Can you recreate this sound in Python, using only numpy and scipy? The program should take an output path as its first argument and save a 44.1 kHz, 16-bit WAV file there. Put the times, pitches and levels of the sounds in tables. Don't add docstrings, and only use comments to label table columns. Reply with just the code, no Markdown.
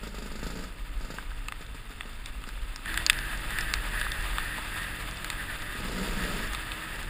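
import sys
import numpy as np
from scipy import signal
from scipy.fft import rfft, irfft, next_fast_len
from scipy.io import wavfile
from scipy.ndimage import uniform_filter1d, map_coordinates

SR = 44100
rng = np.random.default_rng(int(sys.argv[2]) if len(sys.argv) > 2 else 0)


def generate_wav(sig):
    pcm = np.round(np.clip(np.atleast_2d(sig).T, -1, 1) * 32767).astype(np.int16)
    wavfile.write(sys.argv[1], SR, pcm)


N = 312669
TIME = np.arange(N) / SR

# f/Hz, width/Hz, level/dB
CASE_MODES = [(297, 17, 3.5), (940, 68, 2), (1253, 51, 6), (1802, 404, 4.5), (2657, 146, 4.5),
              (3557, 112, 6), (4720, 165, 3.5), (6004, 385, -15.5), (7370, 210, 3), (8460, 123, 8),
              (9230, 120, 5.5), (10160, 130, 4), (11490, 420, -16), (12290, 220, -22.5), (14470, 350, 9.5)]

# t/s, level/dB
BUFFET_LEVEL = [(0.0, -43), (0.15, -36), (0.78, -39), (1.02, -31.5), (1.14, -42.5), (1.38, -30.5),
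                (1.53, -42), (2.19, -39.5), (2.64, -35), (2.76, -43), (2.88, -35.5), (3.36, -37.5),
                (3.51, -34.5), (4.35, -33.5), (4.62, -41), (5.76, -41), (6.09, -34), (6.45, -34.5),
                (6.84, -44.8), (7.08, -36)]
# f/Hz, level/dB
EDDY_COLOUR = [(6, -51), (16, -1.5), (28, 1.5), (48, 1), (56, -6.5), (66, -30), (120, -46), (400, -78)]
# f/Hz, level/dB
RUSH_COLOUR = [(40, 0), (90, 4.5), (140, -2.5), (210, -4.5), (400, -10), (800, -17), (1500, -24),
               (5000, -57)]
# f/Hz, level/dB
EDGE_COLOUR = [(1100, -31), (1450, -10.5), (1620, -1.5), (1830, -1), (1960, -2), (2120, -17.5),
               (2600, -13.5), (8000, -32.5), (10200, -15.5), (12000, -31), (13850, -19.5), (15000, -38)]
# t/s, length/s, starting level/dB before rise and flutter
EDGE_GUSTS = [(2.828, 0.18, -35.5), (3.102, 0.25, -35), (3.488, 0.39, -34), (3.91, 0.5, -33),
              (4.375, 0.19, -35), (4.679, 0.35, -36.5), (5.283, 0.043, -42), (5.36, 0.048, -33),
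              (5.463, 0.047, -34.5), (5.595, 0.16, -40), (6.175, 0.068, -34), (6.355, .38, -41),
              (6.89, .07, -39.5)]

# t/s, level/dB
WET_LEVEL = [(0, -53), (1.4, -54.5), (2.84, -52), (2.88, -45), (4.3, -44), (5.8, -46), (6.3, -42.5),
             (7.09, -47.5)]
# f/Hz, level/dB
HISS_COLOUR = [(200, -19), (600, -3), (1000, -1), (1500, 1), (2300, -1.5), (3100, -1), (4200, -7.5),
               (5500, -14), (8000, -15.5), (15000, -51)]
# f/Hz, level/dB
SPRAY_COLOUR = [(2000, -44), (5000, -7), (7000, -4.5), (9000, 3), (11000, 4), (14000, -3.5), (15200, 0)]
# t/s, f/Hz
TREAD_BEAT = [(2.87, 46.6), (3.4, 47.88), (3.8, 45.6), (4.1, 45.88), (4.6, 44.3), (5.2, 45.23), (5.6, 44.5),
              (6.35, 46.1), (7.09, 45.3)]
# multiple, relative level/dB
TREAD_HARMONICS = [(2, 1.5), (3, 2), (4, -2), (5, -6.5), (7, -3.5), (8, -9), (13, -7.5)]

# t/s, peak level/dB, pitch f/Hz, thud weight near 1 kHz/dB, snap weight near 6 kHz/dB
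CASE_DROPS = [(0.458, -31.5, 2760, -10, -24), (1.184, -23.5, 1590, 11, -41), (1.226, -35, 1040, 10, -24),
              (1.316, -32, 1600, 11, -29), (1.484, -21.5, 2530, -3, -22), (1.522, -20, 2020, 1.5, -41),
              (2.008, -18.5, 1980, -6.5, -49), (2.032, -33, 1990, 2, -34), (2.259, -25.5, 3460, -21, -12),
              (2.439, -26, 1400, -6, -36), (2.489, -30.5, 1680, 6, -14), (2.76, -23, 5100, -3.5, -6),
              (2.858, -23, 1850, 2, -26), (2.942, -18, 1660, -1, -17), (2.975, -11, 1580, -14.5, -35.5),
              (3.064, -6.5, 4300, -12, -5), (3.098, 1.5, 3450, -12.5, -22), (3.13, -22.5, 2520, -21, -12),
              (3.188, -20.5, 1580, 1, -14), (3.506, -23, 1950, -5, -18), (3.586, -15.5, 1680, -14, -29),
              (3.609, -23, 5100, -20, -1), (3.738, -8.5, 2210, -7.5, -7), (4.013, -15.5, 1650, 1.5, -44),
              (4.066, -21, 1540, 23, -23), (4.118, -20, 3500, -13, -15), (4.383, -13.5, 1790, 0.5, -41),
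              (4.584, -25, 900, 17, -25), (5.245, -20, 1620, -10, -17), (5.301, -16, 2040, -7.5, -20),
              (5.621, -28, 3520, -8, -11), (6.548, -20, 1600, -10, -26), (6.718, -18, 2550, -10.5, -33)]

# t/s, firing rate f/Hz
FIRING_RATE = [(0, 52.5), (.4, 52.7), (.64, 61), (.8, 57.5), (.95, 53), (2.05, 54.3), (2.82, 52.5),
               (2.87, 64), (3.4, 64.4), (4, 61.8), (5.65, 59.3), (6.44, 64), (7.09, 60)]
# t/s, hold/s, opening 0-1
THROTTLE_TWISTS = [(-.1, 0.68, .42), (.45, 0.17, 0.94), (.95, 0.225, 0.57), (5.69, .79, .45),
                   (5.78, .67, 0.96)]
# t/s of the first, length/s, mean level/dB
HARD_POPS = [(.032, .055, -28.5), (.144, .135, -29), (.316, .09, -29.5), (.429, .092, -25.5),
             (.553, .05, -29), (0.637, .02, -29), (1.008, .055, -30.5), (1.103, .06, -28.5),
             (1.608, .02, -34), (1.745, .02, -32.5), (1.904, .02, -35), (2.054, .02, -36),
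             (2.474, .02, -35), (5.752, .02, -32), (5.801, .02, -27.5), (5.848, .09, -26.5),
             (6.952, .05, -33.5)]
# f/Hz, level/dB
PIPE_COLOUR = [(40, -30), (120, -11.5), (178, 2), (215, -0.5), (260, -4.5), (305, -11), (360, -10),
               (435, -3.5), (540, -11.5), (630, -11), (780, -23), (920, -13.5), (1100, -31), (1500, -19.5),
               (6000, -56)]
# f/Hz, level/dB
RASP_COLOUR = [(300, -6), (900, -19), (1300, 1.5), (1800, -7), (3000, -8.5), (5000, -2), (7200, -4),
               (9000, -22), (12000, -0.5), (15000, -32)]
# f/Hz, level/dB
DRAUGHT_COLOUR = [(100, -13), (200, -1.5), (260, -3), (450, -8.5), (1500, -40)]
# f/Hz, level/dB, 60 dB decay/s
AIRBOX_MODES = [(198, -18, 0.1), (230, -24, 0.028), (430, -25, .05)]
# multiple of the firing rate, level/dB before its drift
SHAKE_ORDERS = [(2, -57.5), (5, -62)]

TOP_HZ = 15400
FAST_FROM_S, FAST_RISE_S = 2.85, 0.0085

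RUSH_DB, RUSH_FAST_DB = -56.5, 6
RUSH_FOLLOWS = 0.096
GUST_RISE_S, GUST_FALL_S = 0.037, 0.025
GUST_SAG_DB_PER_S = 29.5
EDGE_CALM_DB = -49.5

DRONE_DB = -50.5
SPRAY_DB = -8.5

PATTER_DB, PATTER_SPREAD_DB, PATTER_FAST_DB = -47.5, 14.5, 6.5
HARD_BRIGHTENS, PLAIN_DROP_DB = 0.082, -8

OPEN_S, SHUT_S = 0.044, 0.046
COAST_DB, COAST_FAST_DB, PULL_DB = -48, 2.5, 15.5
BURN_SCATTER_S = 0.00083
ROAR_DB = -33


def amp(db):
    return 10 ** (np.asarray(db) / 20)


def unit(x):
    return x / np.sqrt(np.mean(x ** 2) + 1e-20)


def along(points, hz):
    f, v = np.transpose(points)
    return np.interp(np.log(hz + 1), np.log(f + 1), v)


def curves(rows):
    s, *cols = np.transpose(rows)
    return [np.interp(TIME, s, c) for c in cols]


def wobble(rate):
    knots = rng.standard_normal(int(N * rate / SR) + 4)
    steps = np.arange(len(knots) * 6) / 6
    smooth = map_coordinates(knots, [steps])
    return np.interp(TIME * rate, steps, smooth)


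def held(s, length, rise, fall):
    opening = 1 - np.exp(-np.maximum(TIME - s, 0) / rise)
    closing = np.exp(-np.maximum(TIME - s - length, 0) / fall)
    return opening * closing


def at_speed(t):
    return np.clip((t - FAST_FROM_S) / FAST_RISE_S, 0, 1)


def case_db(hz):
    return sum(db * np.exp(-.5 * ((hz - centre) / width) ** 2) for centre, width, db in CASE_MODES)


def ring(colour, spread, knee_hz, size=4096):
    hz = np.fft.rfftfreq(size, 1 / SR)
    cepstrum = irfft(np.log(amp(colour(hz) + case_db(hz)) + 1e-6))
    cepstrum[1:size // 2] *= 2
    cepstrum[size // 2 + 1:] = 0
    lag = 2 * np.pi * spread * knee_hz * np.arctan(hz / knee_hz)
    answer = irfft(np.exp(rfft(cepstrum) - 1j * lag))
    return answer / np.abs(answer).max()


def noise(spectrum, band, drive=1):
    size = next_fast_len(N + 8192)
    hz = np.fft.rfftfreq(size, 1 / SR)
    z = rfft(rng.standard_normal(N) * drive, size) * amp(along(spectrum, hz) + case_db(hz))
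    in_band = irfft(z * (hz > band[0]) * (hz < band[1]), size)[:N]
    return irfft(z, size)[:N] / in_band.std()


def add(track, s, sound):
    part = track[max(round(s * SR), 0):][:len(sound)]
    part += sound[:len(part)]


def helmet_edge():
    gusts = np.max([amp(db - GUST_SAG_DB_PER_S * np.maximum(TIME - s, 0))
                    * held(s, length, GUST_RISE_S, GUST_FALL_S)
                    for s, length, db in EDGE_GUSTS], axis=0)
    strength = np.hypot(gusts, amp(EDGE_CALM_DB)) * amp(0.76 * wobble(25))
    return at_speed(TIME) * strength * noise(EDGE_COLOUR, (1550, 2050))


def wind():
    buffet_db, = curves(BUFFET_LEVEL)
    eddies = noise(EDDY_COLOUR, (15, 65))
    eddies /= np.sqrt(np.abs(uniform_filter1d(eddies ** 2, size=4410)) + 0.055)
    buffets = amp(buffet_db + 1.6 * wobble(18)) * eddies
    swing_db = RUSH_FOLLOWS * (buffet_db - buffet_db.mean())
    rush_db = RUSH_DB + RUSH_FAST_DB * at_speed(TIME) + swing_db
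    rush = amp(rush_db) * noise(RUSH_COLOUR, (70, 160))
    return buffets + rush + helmet_edge()


def tyres():
    wet_db, = curves(WET_LEVEL)
    tread_hz, = curves(TREAD_BEAT)
    angle = 2 * np.pi * np.cumsum(tread_hz * (1 + 0.01393 * wobble(14))) / SR
    drone = unit(sum(amp(db + 2.3 * wobble(8.6)) * np.sin(round(k) * angle)
                     for k, db in TREAD_HARMONICS))
    splash = amp(1.4 * wobble(45) + 0.71 * wobble(12))
    hiss = noise(HISS_COLOUR, (2200, 3800), splash * amp(2.0 * wobble(900)))
    spray = amp(SPRAY_DB) * noise(SPRAY_COLOUR, (8000, 11000), splash * amp(2.4 * wobble(1500)))
    return amp(DRONE_DB) * at_speed(TIME) * drone + amp(wet_db) * (hiss + spray)


def drop(peak_db, pitch_hz, thud_db, snap_db):
    hard_db = HARD_BRIGHTENS * max(peak_db - PLAIN_DROP_DB, -8)
    colour = [(100, thud_db - 27), (600, thud_db - 13), (1150, thud_db), (2300, -7), (3600, -5.5),
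              (4700, snap_db / 2), (6000, snap_db + 9.5), (8300, hard_db - 12.5), (15000, hard_db - 23.5)]
    dull = np.clip(thud_db / 12, 0, 1)

    def wall_db(hz):
        spot = (8 + 7 * dull) / (1 + ((hz / pitch_hz - 1) / 0.077) ** 2)
        return along(colour, hz) + spot

    knock = ring(wall_db, spread=0.001151, knee_hz=5960, size=2048)
    t = TIME[:1024]
    force = amp(-25 - 60 * t / 0.026) * rng.standard_normal(1024)
    force += amp(-13.0 - 60 * t / 0.0058) * rng.standard_normal(1024)
    force[0] += 1
    tick = signal.fftconvolve(force, knock)
    return amp(peak_db) * tick / np.abs(tick).max()


def drops():
    track = np.zeros(N)
    for s, *blow in CASE_DROPS:
        add(track, s, drop(*blow))
    for when, pitch, weight in rng.random((60, 3)):
        s = when * N / SR
        db = PATTER_DB + PATTER_SPREAD_DB * weight ** 2 + PATTER_FAST_DB * at_speed(s)
        add(track, s, drop(db, 1500 + 5000 * pitch, thud_db=-11, snap_db=-12))
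    return track


def trees(sound, t60=0.12, count=24):
    t = TIME[:4096]
    echo = np.zeros(N)
    hop = N // count + 1
    padded = np.pad(sound, (hop, 2 * hop))
    for k in range(count + 1):
        tail = rng.standard_normal(len(t)) * amp(-60 * t / t60) * (t > .004)
        tail /= np.linalg.norm(tail)
        piece = signal.fftconvolve(padded[k * hop:(k + 2) * hop] * np.hanning(2 * hop), tail)
        add(echo, max(k - 1, 0) * hop / SR, piece if k else piece[hop:])
    return echo


def crank_turns():
    rate, = curves(FIRING_RATE)
    turns = np.cumsum(rate * (1 + .008 * wobble(16))) / SR
    pop_s = np.transpose(HARD_POPS)[0]
    offset = np.unwrap(np.interp(pop_s, TIME, turns) % 1, period=1)
    return turns - np.interp(TIME, pop_s, offset)


def firings(turns, grip, level_db):
    at = np.flatnonzero(np.diff(np.floor(turns)) > 0)
    scatter, timing = rng.standard_normal((N // 2, 2))[:len(at)].T
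    alternation = 1.4 * (-1) ** np.arange(len(at))
    size_db = level_db[at] + alternation + 1.8 * scatter
    for s, length, db in HARD_POPS:
        first = np.abs(TIME[at] - s).argmin()
        run = slice(first, np.searchsorted(TIME[at], s + length), 2)
        size_db[run] = db + 1.1 * scatter[run]
    late = np.round(BURN_SCATTER_S * SR * grip[at] * timing).astype(int)
    kicks = np.zeros(N)
    kicks[np.clip(at + late, 0, N - 1)] = amp(size_db)
    return kicks


def intake(kicks, puffs, grip, throttle):
    t = TIME[:4096]
    gulp = sum((-1) ** k * amp(db - 60 * t / t60) * np.sin(2 * np.pi * hz * t)
               for k, (hz, db, t60) in enumerate(AIRBOX_MODES))
    draught = amp(ROAR_DB) * grip * puffs * noise(DRAUGHT_COLOUR, (100, 600))
    return signal.fftconvolve(kicks * (0.14 + 0.41 * throttle) + draught, gulp)[:N]


def engine():
    grip = np.max([opening * held(s, length, OPEN_S, SHUT_S)
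                   for s, length, opening in THROTTLE_TWISTS], axis=0)
    level_db = COAST_DB + COAST_FAST_DB * at_speed(TIME) + PULL_DB * grip
    throttle = np.clip((level_db + 40.5) / 12, 0, 1)
    turns = crank_turns()
    kicks = firings(turns, grip, level_db)
    pipe = signal.fftconvolve(kicks, ring(lambda hz: along(PIPE_COLOUR, hz), spread=.0015, knee_hz=493))[:N]
    t = TIME[:4096]
    puff = amp(-60 * t / 0.093) * (1 - np.exp(-t / 0.0029))
    puffs = signal.fftconvolve(kicks, puff)[:N]
    churn = amp(-16.5 + 7.1 * throttle) * noise(PIPE_COLOUR, (100, 2000))
    rasp = amp(-12.5) * noise(RASP_COLOUR, (500, 15000))
    gas = puffs * (churn + rasp)
    boom = intake(kicks, puffs, grip, throttle)
    direct = amp(-3.0 - 1.5 * throttle) * pipe
    echo = amp(-7.5 + 6.9 * throttle) * trees(pipe)
    shake = sum(amp(db + 3.8 * wobble(7)) * np.sin(2 * np.pi * round(k) * turns)
                for k, db in SHAKE_ORDERS)
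    return gas - boom - direct + echo + shake


def scene():
    return (wind() + tyres() + drops() + engine())[None]


def record(dry):
    size = next_fast_len(N + 8192)
    hz = np.fft.rfftfreq(size, 1 / SR)
    clipped = rfft(np.clip(dry, -1, 1), size)
    return irfft(clipped / (1 + (hz / TOP_HZ) ** 160), size)[:, :N]


dry = scene()
out = record(dry)
generate_wav(out)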